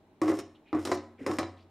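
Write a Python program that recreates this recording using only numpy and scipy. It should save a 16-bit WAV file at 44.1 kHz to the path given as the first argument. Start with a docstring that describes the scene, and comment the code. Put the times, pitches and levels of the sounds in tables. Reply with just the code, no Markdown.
"""A plastic spoon works wet pulp through a steel strainer; close, small kitchen, faint air and hum.
0.2 s: first stroke. The loaded sheet booms, the edge rasps over the holes, the pot below rings low.
0.4-0.7 s: the spoon squeaks thinly on wet steel; the pulp squelches softly.
0.7 s, 1.2 s: second and third strokes, again with groans of the sheet and knocks on the wall.
1.55 s: a last squelch while pot and room die away."""
import sys
import numpy as np
from scipy import signal
from scipy.fft import rfft, irfft, next_fast_len
from scipy.io import wavfile

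SR = 44100
rng = np.random.default_rng(int(sys.argv[2]) if len(sys.argv) > 2 else 0)


def unload_audio(sound):
    """Save the sound as a 16-bit wav file, at the path given as the first command line argument."""
    columns = np.transpose(np.atleast_2d(sound))
    # keep every value between -1 and 1, then stretch to whole-number steps
    steps = np.round(np.clip(columns, -1, 1) * 32767)
    wavfile.write(sys.argv[1], SR, steps.astype(np.int16))


N = 74970
T = np.arange(N) / SR

# spoon contacts: start_s, boom_hz, boom_db, pot_db, spot_hz, clank_db, wall_db, click_db, lowpass_hz
CONTACTS = [(0.2161, 321.6, -23.5, -27.5, 1134, -29, -50, -45, 11000),
            (0.2805, 315.2, -31, -29.5, 1141, -32, -44, -49.5, 7000),
            (0.2985, 324.6, -25, -40, 1077, -35, -48, -56, 5000),
            (0.3180, 317.8, -25.5, -27, 540, -32.5, -62, -64, 2930),
            (0.3890, 308, -34.5, -31.5, 1074, -43.5, -63, -46, 11200),
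            (0.7290, 307, -27, -25.5, 1114, -32.5, -50, -48.5, 3120),
            (0.7480, 305.8, -25, -32, 1150, -39.5, -55, -58, 8000),
            (0.8520, 342.7, -36.5, -28.5, 1225, -42, -52, -39.5, 14300),
            (0.8730, 306, -37, -21.5, 984, -37.5, -74, -44.5, 9400),
            (0.9166, 362, -31, -24.5, 1014, -25, -40, -38, 7400),
            (0.9740, 300, -39, -51, 720, -69, -83, -53.5, 6250),
            (1.211, 266, -40, -31.5, 470, -66, -58, -78, 2020),
            (1.2642, 297.6, -34, -24, 537, -29.5, -41.5, -43, 12400),
            (1.3140, 313.6, -38.5, -38.5, 1106, -33, -48, -47, 9900),
            (1.3862, 292, -32.5, -22.5, 1095, -27, -38, -37, 10500),
            (1.4300, 331.5, -37.5, -28.5, 981, -36, -58, -43.5, 4000)]
# spoon dragged over the holes: start_s, length_s, judder_db, rasp_db
DRAGS = [(0.226, 0.066, -35, -53.5), (0.284, 0.036, -30.5, -48.5), (0.331, 0.052, -49.5, -52),
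         (0.387, 0.012, -36.5, -44), (0.737, 0.057, -36, -65), (0.79, 0.056, -50, -56.5),
         (0.859, 0.059, -38, -51.5), (0.924, 0.03, -40.5, -47.5), (1.19, 0.099, -56, -69.5),
         (1.268, 0.041, -31, -54), (1.322, 0.0473, -42, -54), (1.384, 0.031, -31.5, -53)]
# friction tones: start_s, length_s, pitch_hz, level_db
SHEET_GROANS = [(0.2303, 0.06, 315.5, -25), (0.315, 0.027, 303, -30.5), (0.738, 0.037, 308.5, -31.5),
                (1.285, 0.059, 306.5, -36)]
SPOON_SQUEAKS = [(0.425, 0.02, 3000, -65), (0.654, .055, 2430, -67.5)]
# pulp shifting: start_s, length_s, pitch_hz, log_pitch_spread, level_db
PULP_SHIFTS = [(0.546, 0.018, 3230, 0.11, -65.5), (0.654, 0.054, 2670, 0.18, -67.5),
               (1.179, 0.13, 2160, .2, -62), (1.187, 0.068, 406, 0.26, -49.5),
               (1.564, 0.066, 3519, 0.3, -69.5)]

# modes of pot with strainer, sheet (mid, high), bare wall: pitch_hz, gain_db, t60_s
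POT_MODES = [(92.3, -18, 0.79), (108.9, -14.5, 0.2), (127, -27.5, 0.067), (209.6, -12, 0.15),
             (233.2, -22.5, 0.92), (269.4, -16, 0.36), (358, -9.5, 0.4), (398.4, -10, 0.29)]
SHEET_MODES = [(539, -9, 0.46), (553.2, 0, 0.28), (694.7, 0, 0.23), (741, -5, 0.28), (828.4, -5, 0.22),
               (994, -12, 0.14), (1150, -1.5, 0.13), (1244.5, -0.5, 0.14), (1300, -26, 0.89)]
PING_MODES = [(3663, 3, 0.094), (3950, -1, 0.17), (4280, 1.5, 0.092), (5000, -6, 0.11), (5520, -3, 0.066),
              (7320, -18, .12), (8190, -22, 0.066)]
WALL_MODES = [(1498, -8.5, 0.18), (1706, -6.5, 0.2), (1795, -5, 0.23), (1938, 5.5, 0.054), (2019, 0, 0.088),
              (2063, -3.5, 0.049), (2368, -7.5, 0.16)]

# contact noise spectra: freq_hz, gain_db
CLANK_SPECTRUM = [(60, -46), (120, 2), (180, -12), (280, 12), (450, 0), (680, 7.5), (880, -3.5),
                  (1080, 6.5), (1500, -8), (2020, -9.5), (2600, -30), (5000, -47)]
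CLICK_SPECTRUM = [(800, 7.5), (2000, 4), (3100, 0), (3900, 0), (4600, -1.5), (5250, 6), (6300, -1),
                  (7150, 1.5), (7950, -5), (8600, 1.5), (9900, -8), (12500, -8.5), (15500, -28)]
JUDDER_SPECTRUM = [(50, -76), (110, 4.5), (170, -11.5), (320, 15.5), (450, 3), (560, 2), (880, -6),
                   (1100, -6), (1500, -12), (2000, -16.5), (2800, -23.5), (6000, -51)]
# room air spectra, mid and side: freq_hz, gain_db
AIR_SPECTRUM = [(15, -33), (25, -13), (150, -5.5), (309, 0), (573, -12.5), (637, -5.5), (691, -16),
                (811, -9.5), (1310, -21.5), (3440, -29.5), (4040, -28), (4620, -38.5), (15000, -46.5)]
SIDE_AIR_SPECTRUM = [(25, 4), (100, -5), (400, -4.5), (1500, -7), (5000, -19), (9000, -25), (15000, -36.5)]
# room decay: freq_hz, t60_s
ROOM_DECAY = [(100, 0.26), (300, 0.53), (1000, 0.47), (2500, 0.42), (6000, 0.3), (12000, 0.63)]
# room tail and side reflections: freq_hz, gain_db
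ROOM_GAIN = [(100, -23), (300, -13), (700, -11), (2000, -9.5), (6000, -6.5), (12000, -27)]
SIDE_GAIN = [(30, -26), (70, -32), (300, -43), (1000, -34), (2500, -17.5), (5000, -17), (12000, -12)]

BOOM_T60_S, SPOT_T60_S, CLANK_T60_S, CLICK_T60_S, CRACK_T60_S = 0.18, 0.13, 0.11, 0.067, 0.007
BOOM_RISE_S, POT_RISE_S, SWELL_S, RELEASE_T60_S = 0.0015, 0.015, 0.0058, 0.056
POT_TRIM_DB, SHEET_TRIM_DB, SPOT_TRIM_DB = -3.5, -7.5, -11
CLANK_NOISE_TRIM_DB, PING_TRIM_DB, CRACK_TRIM_DB = -4, -12, -6


def knocks():
    """Each contact booms the laden sheet and the pot, rings the steel and clicks; pulp dulls it."""
    out = np.zeros(N)
    for start_s, boom_hz, boom_db, pot_db, spot_hz, clank_db, wall_db, click_db, lowpass_hz in CONTACTS:
        boom = unit_onset(-sine(boom_hz) * decay(BOOM_T60_S) * (1 - np.exp(-T / BOOM_RISE_S)))
        pot = amp(POT_TRIM_DB) * ring(POT_MODES, scatter_db=3.5) * (1 - np.exp(-T / POT_RISE_S))
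        clank = amp(SHEET_TRIM_DB) * unit_onset(ring(SHEET_MODES, scatter_db=2.5))
        clank += amp(SPOT_TRIM_DB) * unit_onset(sine(spot_hz) * decay(SPOT_T60_S))
        clank += amp(CLANK_NOISE_TRIM_DB) * burst(CLANK_SPECTRUM, CLANK_T60_S)
        click = burst(CLICK_SPECTRUM, CLICK_T60_S)
        click += amp(PING_TRIM_DB) * unit_onset(ring(PING_MODES, scatter_db=5.5))
        click += amp(CRACK_TRIM_DB) * burst(CLICK_SPECTRUM, CRACK_T60_S)
        wall = unit_onset(ring(WALL_MODES, scatter_db=1.5))
        blow = amp(boom_db) * boom + amp(pot_db) * pot
        blow += amp(clank_db) * clank + amp(click_db) * click + amp(wall_db) * wall
        out += delayed(kitchen(butterworth(blow, lowpass_hz, "low")), start_s)
    return out


def scrapes(rise_s=0.0047):
    """The spoon's edge catches on holes and grit: the sheet judders and rasps."""
    judder_env = sum(amp(db) * envelope(start_s, length_s, rise_s) for start_s, length_s, db, _ in DRAGS)
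    rasp_env = sum(amp(db) * envelope(start_s, length_s, rise_s) for start_s, length_s, _, db in DRAGS)
    judder = coloured(catches(rate_per_s=900), JUDDER_SPECTRUM)
    rasp = grit_clumps() * coloured(catches(rate_per_s=3500), CLICK_SPECTRUM)
    return kitchen(judder_env * judder + rasp_env * rasp)


def catches(rate_per_s, spread_db=3.5):
    """Tiny irregular impulses of uneven size."""
    hits = rng.random(N) < rate_per_s / SR
    return hits * amp(spread_db * np.clip(noise(), -2, 2)) * rng.choice([-1, 1], N)


def grit_clumps(depth_db=2, cutoff_hz=120):
    """Uneven gain: grit passes under the edge in bunches."""
    return unit_rms(amp(depth_db * np.clip(drift(cutoff_hz), -2, 2)))


def friction_tones():
    """The sheet groans under pressure and squeaks under a light touch."""
    groans = stick_slip(SHEET_GROANS, wander_ratio=0.012, wander_cutoff_hz=41.2, rise_s=0.012)
    squeaks = stick_slip(SPOON_SQUEAKS, wander_ratio=0.04, wander_cutoff_hz=300, rise_s=SWELL_S)
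    return groans + squeaks


def stick_slip(tones, wander_ratio, wander_cutoff_hz, rise_s):
    """Unsteady tones kept up by sticking and slipping."""
    out = np.zeros(N)
    for start_s, length_s, pitch_hz, level_db in tones:
        freq_hz = pitch_hz * (1 + wander_ratio * drift(wander_cutoff_hz))
        cycles = np.cumsum(freq_hz * (T > start_s)) / SR
        tone = np.sqrt(2) * np.sin(2 * np.pi * cycles)
        out += amp(level_db) * envelope(start_s, length_s, rise_s) * tone
    return kitchen(out)


def squelches(count=400, rate_per_s=2500, bubble_q=18, pop_samples=900):
    """Swarms of tiny bubbles burst as the pulp shifts."""
    out, t = np.zeros(N), T[:pop_samples]
    for start_s, length_s, pitch_hz, spread, level_db in PULP_SHIFTS:
        onsets = (rng.random((count, 1)) * SR * count / rate_per_s).astype(int)
        cycles = pitch_hz * np.exp(spread * rng.standard_normal((count, 1))) * t
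        pop_env = rng.random((count, 1)) * (1 - t / t[-1]) * np.exp(-np.pi * cycles / bubble_q)
        pops = pop_env * np.sin(2 * np.pi * cycles)
        swarm = unit_rms(np.bincount((onsets + np.arange(pop_samples)).ravel(), pops.ravel()))
        swarm = delayed(np.pad(swarm, (0, N)), start_s)
        out += amp(level_db) * envelope(start_s, length_s, SWELL_S) * swarm
    return kitchen(out)


def kitchen(x, predelay_s=0.005):
    """Direct sound plus the room's short diffuse tail."""
    hz, t, spectra = signal.stft(rng.standard_normal(SR * 2 // 3), SR, nperseg=256)
    decay_per_s = np.log(1000) / log_interp(ROOM_DECAY, hz)[:, None]
    tail_env = np.exp(-decay_per_s * t) * np.sqrt(2 * decay_per_s / SR)  # unit energy
    gain = amp(log_interp(ROOM_GAIN, hz))[:, None]
    tail = signal.istft(spectra * tail_env * gain, SR, nperseg=256)[1]
    return x + delayed(signal.fftconvolve(x, tail)[:N], predelay_s)


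def side_reflections(x, t60_s=0.19):
    """Scattered reflections widen the treble a little."""
    scatter = noise() * decay(t60_s)
    reflections = signal.fftconvolve(x, scatter / np.linalg.norm(scatter))[:N]
    return filtered(reflections, lambda hz: amp(log_interp(SIDE_GAIN, hz)))


def background(air_db=-63, side_air_db=-76.5, hum_hz=93.6, hum_db=-70.5):
    """Still room air with a faint low hum: (mid, side)."""
    side = amp(side_air_db) * coloured(noise(), SIDE_AIR_SPECTRUM)
    mid = amp(air_db) * coloured(noise(), AIR_SPECTRUM) + amp(hum_db) * sine(hum_hz)
    return mid, side


def ring(modes, scatter_db):
    """Damped modes, 1 s long; levels vary per strike."""
    out = sum(amp(db + scatter_db * rng.normal()) * decay(t60_s)[:SR] * np.sin(2 * np.pi * hz * T[:SR])
              for hz, db, t60_s in modes)
    return np.pad(out, (0, N - SR))


def burst(spectrum, t60_s):
    """Decaying coloured noise."""
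    return unit_onset(coloured(noise(), spectrum) * decay(t60_s))


def envelope(start_s, length_s, rise_s):
    """Rise, hold, release."""
    attack = 1 - np.exp(-np.maximum(T - start_s, 0) / rise_s)
    return attack * np.exp(-np.log(1000) * np.maximum(T - start_s - length_s, 0) / RELEASE_T60_S)


def amp(db):
    return 10 ** (np.asarray(db) / 20)


def sine(hz):
    return np.sin(2 * np.pi * hz * T)


def noise():
    return rng.standard_normal(N)


def drift(cutoff_hz):
    return unit_rms(butterworth(noise(), cutoff_hz, "low"))


def decay(t60_s):
    return np.exp(-np.log(1000) * T / t60_s)


def delayed(x, delay_s):
    return np.pad(x, (round(delay_s * SR), 0))[:N]


def unit_rms(x):
    return x / np.sqrt(np.mean(x ** 2) + 1e-20)


def unit_onset(x, onset_samples=660):
    """Rms 1 over the onset."""
    return x / np.sqrt(np.mean(x[:onset_samples] ** 2) + 1e-20)


def log_interp(points, hz):
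    freqs_hz, values = np.transpose(points)
    return np.interp(np.log(hz + 1), np.log(freqs_hz + 1), values)


def filtered(x, response):
    size = next_fast_len(N + SR // 2)
    return irfft(rfft(x, size) * response(np.fft.rfftfreq(size, 1 / SR)), size)[..., :N]


def coloured(x, spectrum):
    return unit_rms(filtered(x, lambda hz: amp(log_interp(spectrum, hz))))


def butterworth(x, cutoff_hz, kind, order=2):
    return signal.sosfilt(signal.butter(order, cutoff_hz, kind, fs=SR, output="sos"), x)


def scene(low_cut_hz=66):
    """Spoon work over room air; nearly mono, little deep bass."""
    work = knocks() + scrapes() + friction_tones() + squelches()
    work = butterworth(work, low_cut_hz, "high", order=4)
    reflections = side_reflections(work)
    air_mid, air_side = background()
    mid, side = work + air_mid, reflections + air_side
    return np.array([mid + side, mid - side])


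def record(dry, top_hz=15900):
    """Brick-wall low-pass."""
    return filtered(dry, lambda hz: hz < top_hz)


dry = scene()
out = record(dry)
unload_audio(out)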